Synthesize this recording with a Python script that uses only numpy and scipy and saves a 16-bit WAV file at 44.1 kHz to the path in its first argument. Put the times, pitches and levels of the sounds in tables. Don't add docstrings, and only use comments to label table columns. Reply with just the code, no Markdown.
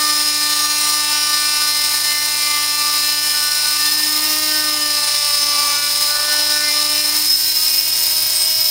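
import sys
import numpy as np
from scipy import signal
from scipy.fft import rfft, irfft
from scipy.io import wavfile
from scipy.ndimage import uniform_filter1d

SR = 44100
rng = np.random.default_rng(int(sys.argv[2]) if len(sys.argv) > 2 else 0)


def wav_out(sig):
    wavfile.write(sys.argv[1], SR, np.round(np.clip(np.atleast_2d(sig).T, -1, 1) * 32767).astype(np.int16))


N = 383669
TIME = np.arange(N) / SR
STEPS = TIME[::64]

# frequency in Hz, relative level in dB.
RUMBLE_COLOUR = [(20, 4), (45, -1.5), (90, -9), (180, -35), (400, -9), (1500, -29)]
# centre in seconds, half-length in seconds, level in dB.
HAND_BUMPS = [(8.08, .05, -53), (8.25, 0.065, -51), (8.58, .04, -54)]
# time in seconds, turns a second.
SHAFT_SPEED = [(0.0, 299.9), (0.22, 298.1), (2.35, 297.0), (2.59, 296.2), (3.56, 296.6), (3.83, 297.9),
               (4.38, 306.2), (4.56, 304.8), (4.94, 296.7), (5.4, 292.3), (5.77, 290.6), (6.3, 296.7),
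               (6.54, 297.2), (6.69, 296.6), (7.17, 299.5), (7.46, 309.6), (8.0, 315.7), (8.7, 320.6)]
# time in seconds, bite in dB (0 is firm, lower is freer).
DISC_BITE = [(0, 0), (.75, -0.4), (1.15, 0.8), (1.62, 0.8), (1.75, -1.8), (2.15, -2), (2.5, -0.14),
             (3.55, -1.9), (3.8, -2.1), (4.1, -1.5), (4.75, -1.4), (5.2, -0.8), (5.7, 0.1), (5.98, -2),
             (6.62, -1.4), (7.1, -3.2), (7.4, -6.5), (8.7, -6)]
# time in seconds, level in dB.
MOTOR_FUNDAMENTAL = [(0.0, -38), (2.01, -47.5), (3.2, -45), (3.58, -51), (4.07, -36), (4.84, -36.5),
                     (5.28, -63), (5.43, -44), (6.18, -50), (6.37, -42), (7.22, -39.5), (7.34, -47),
                     (8.65, -50.5), (8.7, -54)]
MOTOR_OCTAVE = [(0.0, -43), (0.56, -47), (3.71, -47.5), (3.78, -56), (4.41, -39), (5.99, -42), (6.23, -36),
                (7.03, -39), (7.22, -52.5), (8.7, -41)]
# order, frequency in Hz, width in Hz,
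# level in dB at a firm bite, dB per dB of bite, dB per second of cutting, sway in dB.
DRONE_MODES = [(4, 1188, 110, -30, 3, 0.38, 2.5), (5, 1490, 190, -39, 0.04, -0.58, 1),
               (6, 1790, 79, -32.5, .5, -0.7, 2), (14, 4160, 160, -29, -0.05, -0.16, 1.6)]
# centre in seconds, half-length in seconds, dip in dB.
DISC_SKIPS = [(3.284, 0.026, 3), (4.04, 0.019, 20), (6.723, 0.011, 19)]
# frequency in Hz, relative level in dB.
WHINE_COLOUR = [(900, -42), (2100, -40.5), (3000, -37), (3300, -42), (3900, -34), (4500, -38), (5100, -36),
                (5650, -31), (6000, -44), (7100, -38), (7600, -49.5), (8700, -37.5), (10300, -42),
                (12300, -56)]
# time in seconds, frequency in Hz, lift in dB.
MOVING_MODE = [(0, 3000, -2.5), (1.1, 3120, 0), (1.7, 2080, 6.5), (2.7, 2050, 6.5), (3.25, 3300, 2.5),
               (3.6, 2450, 3.5), (4.3, 3100, 1.5), (5.7, 2310, 0.5), (6.2, 1990, -2), (6.6, 2000, 1),
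               (6.71, 2190, 13), (6.82, 2480, 1), (7.0, 2560, 7), (7.08, 2180, 5), (7.33, 2300, -7),
               (7.5, 2380, 6), (7.85, 2950, 6.5), (8.7, 3170, 7.5)]
# frequency in Hz, relative level in dB.
RATTLE_COLOUR = [(150, -17), (420, -2), (650, 0), (880, 10.5), (1200, 8), (1600, 1.5), (2200, -17.5),
                 (3200, 1.5), (6000, -51)]
RASP_COLOUR = [(700, -38.5), (1500, -12), (2100, -3.5), (2900, -5), (3400, -4.5), (4000, 3), (4600, 4),
               (5400, 0.5), (6500, -9.5), (9000, -46.5)]
HISS_COLOUR = [(3500, -21), (5600, -5.5), (6300, -1.5), (7100, -2.5), (7600, -6.5), (8300, 1.5),
               (9400, 2.5), (10200, -1), (11200, -7.5), (12300, -6.5), (13300, -10.5), (14600, 0),
               (15400, -7), (15700, -1.5)]
# start and end in seconds, nominal pitch in Hz, level in dB.
STICK_SLIPS = [(0, .36, 5085, -33), (0.45, 0.567, 3573, -27), (.474, .81, 6560, -27),
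               (.476, .817, 5358, -27), (.48, 1.1, 8925, -30), (1.11, 1.703, 1487, -32),
               (1.3, 3.5, 11580, -40), (1.92, 2.3, 1782, -32), (3.0, 3.6, 1782, -33),
               (3.33, 3.784, 1483, -30), (3.4, 3.9, 4160, -32), (3.78, 4.135, 1795, -26),
               (3.853, 3.951, 3575, -26.5), (4.205, 4.95, 1820, -31), (4.457, 4.798, 1520, -33),
               (5.285, 5.62, 5255, -20.5), (5.346, 5.802, 6110, -29), (5.503, 5.895, 2330, -33),
               (5.72, 5.9, 1455, -31), (5.93, 6.5, 4130, -31), (6.066, 6.7, 1485, -30),
               (6.15, 6.7, 1782, -30.5), (7.262, 7.37, 5160, -13.5), (7.36, 7.427, 8500, -26),
               (7.442, 7.71, 4060, -26), (7.548, 7.7, 5170, -13.5), (7.774, 7.81, 5200, -12.5),
               (7.896, 7.962, 5100, -14.5), (8.33, 8.47, 8440, -22)]
# time in seconds, relative level in dB.
LOW_RING = [(0, -20.5), (.25, -19.5), (.75, -27), (.93, -20.5), (1.2, -22), (1.75, -21), (2.15, -23.5),
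            (3.1, -21), (4.0, -19.5), (4.3, -21.5), (5.4, -19.5), (7.1, -19), (8.2, -19.5), (8.7, -16)]
HIGH_RING = [(0, -31), (2.1, -30), (3.0, -26.5), (3.7, -28), (4.15, -23), (4.5, -24), (4.8, -30),
             (6.0, -27), (6.65, -30), (7.4, -22), (8.2, -21), (8.42, -24), (8.7, -20)]

HUM_HZ = 120
LOW_MODE_HZ, LOW_RISE_HZ_PER_S = 5105, 7
HIGH_MODE_HZ, HIGH_SHIFT_HZ_PER_DB = 14540, 42


def amp(db):
    return 10 ** (np.asarray(db) / 20)


def unit_rms(x):
    return x / np.sqrt(np.mean(x ** 2) + 1e-20)


def curves(rows):
    seconds, *columns = np.transpose(rows)
    return [np.interp(TIME, seconds, column) for column in columns]


def sway(hz):
    f = np.fft.rfftfreq(8192, STEPS[1])
    slow = irfft(rfft(rng.standard_normal(8192)) / (1 + (f / hz) ** 4))
    return unit_rms(slow[:len(STEPS)])


def wander(hz):
    return np.interp(TIME, STEPS, sway(hz))


def spectrum(points, f):
    hz, db = np.transpose(points)
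    return np.interp(np.log(f + 1), np.log(hz), db)


def colour(x, points):
    log_gain = np.log(amp(spectrum(points, abs(np.fft.fftfreq(4096, 1 / SR)))))
    taps = np.fft.ifft(np.exp(np.conj(signal.hilbert(log_gain)))).real
    return unit_rms(signal.oaconvolve(x, taps[:len(taps) // 2])[:N])


def resonate(x, hz, width_hz):
    carrier = np.exp(2j * np.pi * np.cumsum(hz) / SR)
    pole = np.exp(-np.pi * width_hz / SR)
    return unit_rms((carrier * signal.lfilter([1 - pole], [1, -pole], x / carrier)).real)


def level(bite_db, db, grip, growth=0):
    return amp(db + grip * bite_db + growth * TIME)


def order_angle(order, turns, twist_rad=1.2):
    return 2 * np.pi * order * turns + twist_rad * order ** 2


def room_tone(hum_db=-51.5, rumble_db=-54):
    hum = amp(hum_db) * np.sqrt(2) * np.sin(2 * np.pi * HUM_HZ * TIME)
    return hum + amp(rumble_db) * colour(rng.standard_normal(N), RUMBLE_COLOUR)


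def wall_reflections(x, t60_s=0.22):
    t = TIME[:SR // 3]
    taps = rng.standard_normal(len(t)) * (rng.random(len(t)) < 2000 / SR)
    taps *= (t > .003) * amp(-60 * t / t60_s)
    return signal.oaconvolve(x, taps / np.linalg.norm(taps))[:N]


def hand_bumps(hz=98):
    size = sum(amp(db) * np.exp(-((TIME - s) / length) ** 2) for s, length, db in HAND_BUMPS)
    pitch = np.full(N, hz)
    thud = resonate(rng.standard_normal(N), pitch, width_hz=25)
    return size * resonate(thud, pitch, width_hz=60)


def motor(turns):
    (fundamental_db,), (octave_db,) = curves(MOTOR_FUNDAMENTAL), curves(MOTOR_OCTAVE)
    phase = rng.random(2)
    fundamental = amp(fundamental_db) * np.cos(2 * np.pi * (turns + phase[0]))
    octave = amp(octave_db) * np.cos(2 * np.pi * (2 * turns + phase[1]))
    return np.sqrt(2) * (fundamental + octave)


def shell_drone(turns, speed_hz, bite_db):
    gap_db = sum(depth * np.exp(-((TIME - s) / length) ** 2) for s, length, depth in DISC_SKIPS)
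    out = np.zeros(N)
    for order, hz, width, db, grip, growth, sway_db in DRONE_MODES:
        nearness = 1 / np.hypot(1, 2 * (round(order) * speed_hz - hz) / width)
        size = nearness * level(bite_db, db, grip, growth) * amp(sway_db * wander(3.9))
        out += size * np.cos(order_angle(round(order), turns))
    return np.sqrt(2) * amp(-gap_db) * out


def tooth_whine(turns, speed_hz, bite_db, fade_db=1.87, drift_rad=0.74, half_width_hz=240):
    speed_hz, mode_hz, lift_db = (np.interp(STEPS, TIME, c) for c in (speed_hz, *curves(MOVING_MODE)))
    judder = 0.0066 * wander(42)
    angle = (2 * np.pi * turns + judder) % (2 * np.pi)
    drone_orders = [round(row[0]) for row in DRONE_MODES]
    out = np.zeros(N)
    for order in np.setdiff1d(np.arange(3, 40), drone_orders):
        hz = order * speed_hz
        resonance_db = lift_db / (1 + ((hz - mode_hz) / half_width_hz) ** 2)
        size = amp(spectrum(WHINE_COLOUR, hz) + resonance_db + fade_db * sway(4.1))
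        dispersion = np.pi * 0.00703 * order ** 2
        phase = dispersion + drift_rad * sway(1.9)
        out += np.interp(TIME, STEPS, size) * np.cos(order * angle + np.interp(TIME, STEPS, phase))
    uneven = 1 + 0.06 * wander(84)
    ripple = 1 + 0.041 * np.cos(np.pi * HUM_HZ * TIME)
    return np.sqrt(2) * out * amp(bite_db) * uneven * ripple


def squeals(turns, bite_db, waver_hz=12, flicker_db=2.2, ramp_s=0.021, lock_bite_db=-4):
    out = np.zeros(N)
    drift = np.cumsum(waver_hz * wander(77)) / SR
    sputter_db_per_khz = 0.3573 * wander(28)
    for start, end, hz, db in STICK_SLIPS:
        on = (TIME > start) & (TIME < end)
        gate = np.clip(np.minimum(TIME[on] - start, end - TIME[on]) / ramp_s, 0, 1)
        order = round(hz / (SR * np.diff(turns[on]).mean()))
        locked = bite_db[on].mean() > lock_bite_db
        angle = order_angle(order, turns[on]) if locked else 2 * np.pi * (hz * TIME[on] + drift[on])
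        out[on] += amp(db + sputter_db_per_khz[on] * hz / 1000) * gate * np.sin(angle)
    return out * amp(flicker_db * wander(7.8))


def scrape(turns, once_db, twice_db, lag_turns, grit_db):
    angle = 2 * np.pi * (turns - lag_turns)
    pressure_db = once_db * np.cos(angle) + twice_db * np.cos(2 * angle) + grit_db * wander(900)
    return amp(pressure_db) * rng.standard_normal(N)


def cutting(turns, bite_db, surge_db=0.72, surge_hz=3, rattle_sway_db=1.35):
    shell = scrape(turns, once_db=1.2, twice_db=1, lag_turns=0.062, grit_db=0.69)
    teeth = scrape(turns, once_db=0.6, twice_db=0.29, lag_turns=-0.11, grit_db=0.45)
    chips = scrape(turns, once_db=1.3, twice_db=0.87, lag_turns=-0.09, grit_db=2.1)
    rattle = level(bite_db, db=-39.5, grip=1.0, growth=0.27) * colour(shell, RATTLE_COLOUR)
    rattle *= amp(rattle_sway_db * wander(surge_hz))
    rasp = level(bite_db, db=-25.5, grip=0.15) * colour(teeth, RASP_COLOUR)
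    hiss = level(bite_db, db=-22.0, grip=-0.41, growth=-0.14) * colour(chips, HISS_COLOUR)
    return (rattle + rasp + hiss) * amp(surge_db * wander(surge_hz))


def disc_ring(turns, bite_db, low_trim_db=-1, high_trim_db=-2, low_sway_hz=45):
    (low_db,), (high_db,) = curves(LOW_RING), curves(HIGH_RING)
    low_hz = LOW_MODE_HZ + LOW_RISE_HZ_PER_S * TIME
    high_hz = HIGH_MODE_HZ + HIGH_SHIFT_HZ_PER_DB * bite_db
    drive = scrape(turns, once_db=0.62, twice_db=2.8, lag_turns=0.22, grit_db=1.8)
    free = resonate(drive, low_hz + low_sway_hz * wander(30), width_hz=150)
    free = resonate(free, low_hz, width_hz=760)
    swing = np.sqrt(abs(uniform_filter1d(free ** 2, size=700)) + 1e-6)
    free = unit_rms(free / swing ** 0.66)
    near_orders = sum(np.cos(2 * np.pi * order * turns) for order in range(16, 20))
    forced = resonate(near_orders, low_hz, width_hz=280)
    share = np.clip(0.33 * amp(bite_db) ** 2, 0, .9)
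    low_mode = np.sqrt(1 - share) * free + np.sqrt(share) * forced
    high_mode = resonate(resonate(drive, high_hz, width_hz=480), high_hz, width_hz=900)
    return amp(low_db + low_trim_db) * low_mode + amp(high_db + high_trim_db) * high_mode


def scene(whine_db=1.5, walls_db=-13, chatter_db=0.77):
    (speed_hz,), (bite_db,) = curves(SHAFT_SPEED), curves(DISC_BITE)
    turns = np.cumsum(speed_hz + 0.188 * wander(8.7)) / SR
    grinding = cutting(turns, bite_db)
    tones = motor(turns) + shell_drone(turns, speed_hz, bite_db)
    tones += amp(whine_db) * tooth_whine(turns, speed_hz, bite_db)
    tones += squeals(turns, bite_db)
    saw = grinding + amp(walls_db) * wall_reflections(grinding) + disc_ring(turns, bite_db) + tones
    feed = amp(chatter_db * wander(34))
    return (saw * feed + hand_bumps() + room_tone())[None]


def record(dry):
    lowpass = signal.firwin(1023, cutoff=15780, window=("kaiser", 9), fs=SR)
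    return signal.oaconvolve(dry, lowpass[None], "same")


dry = scene()
out = record(dry)
wav_out(out)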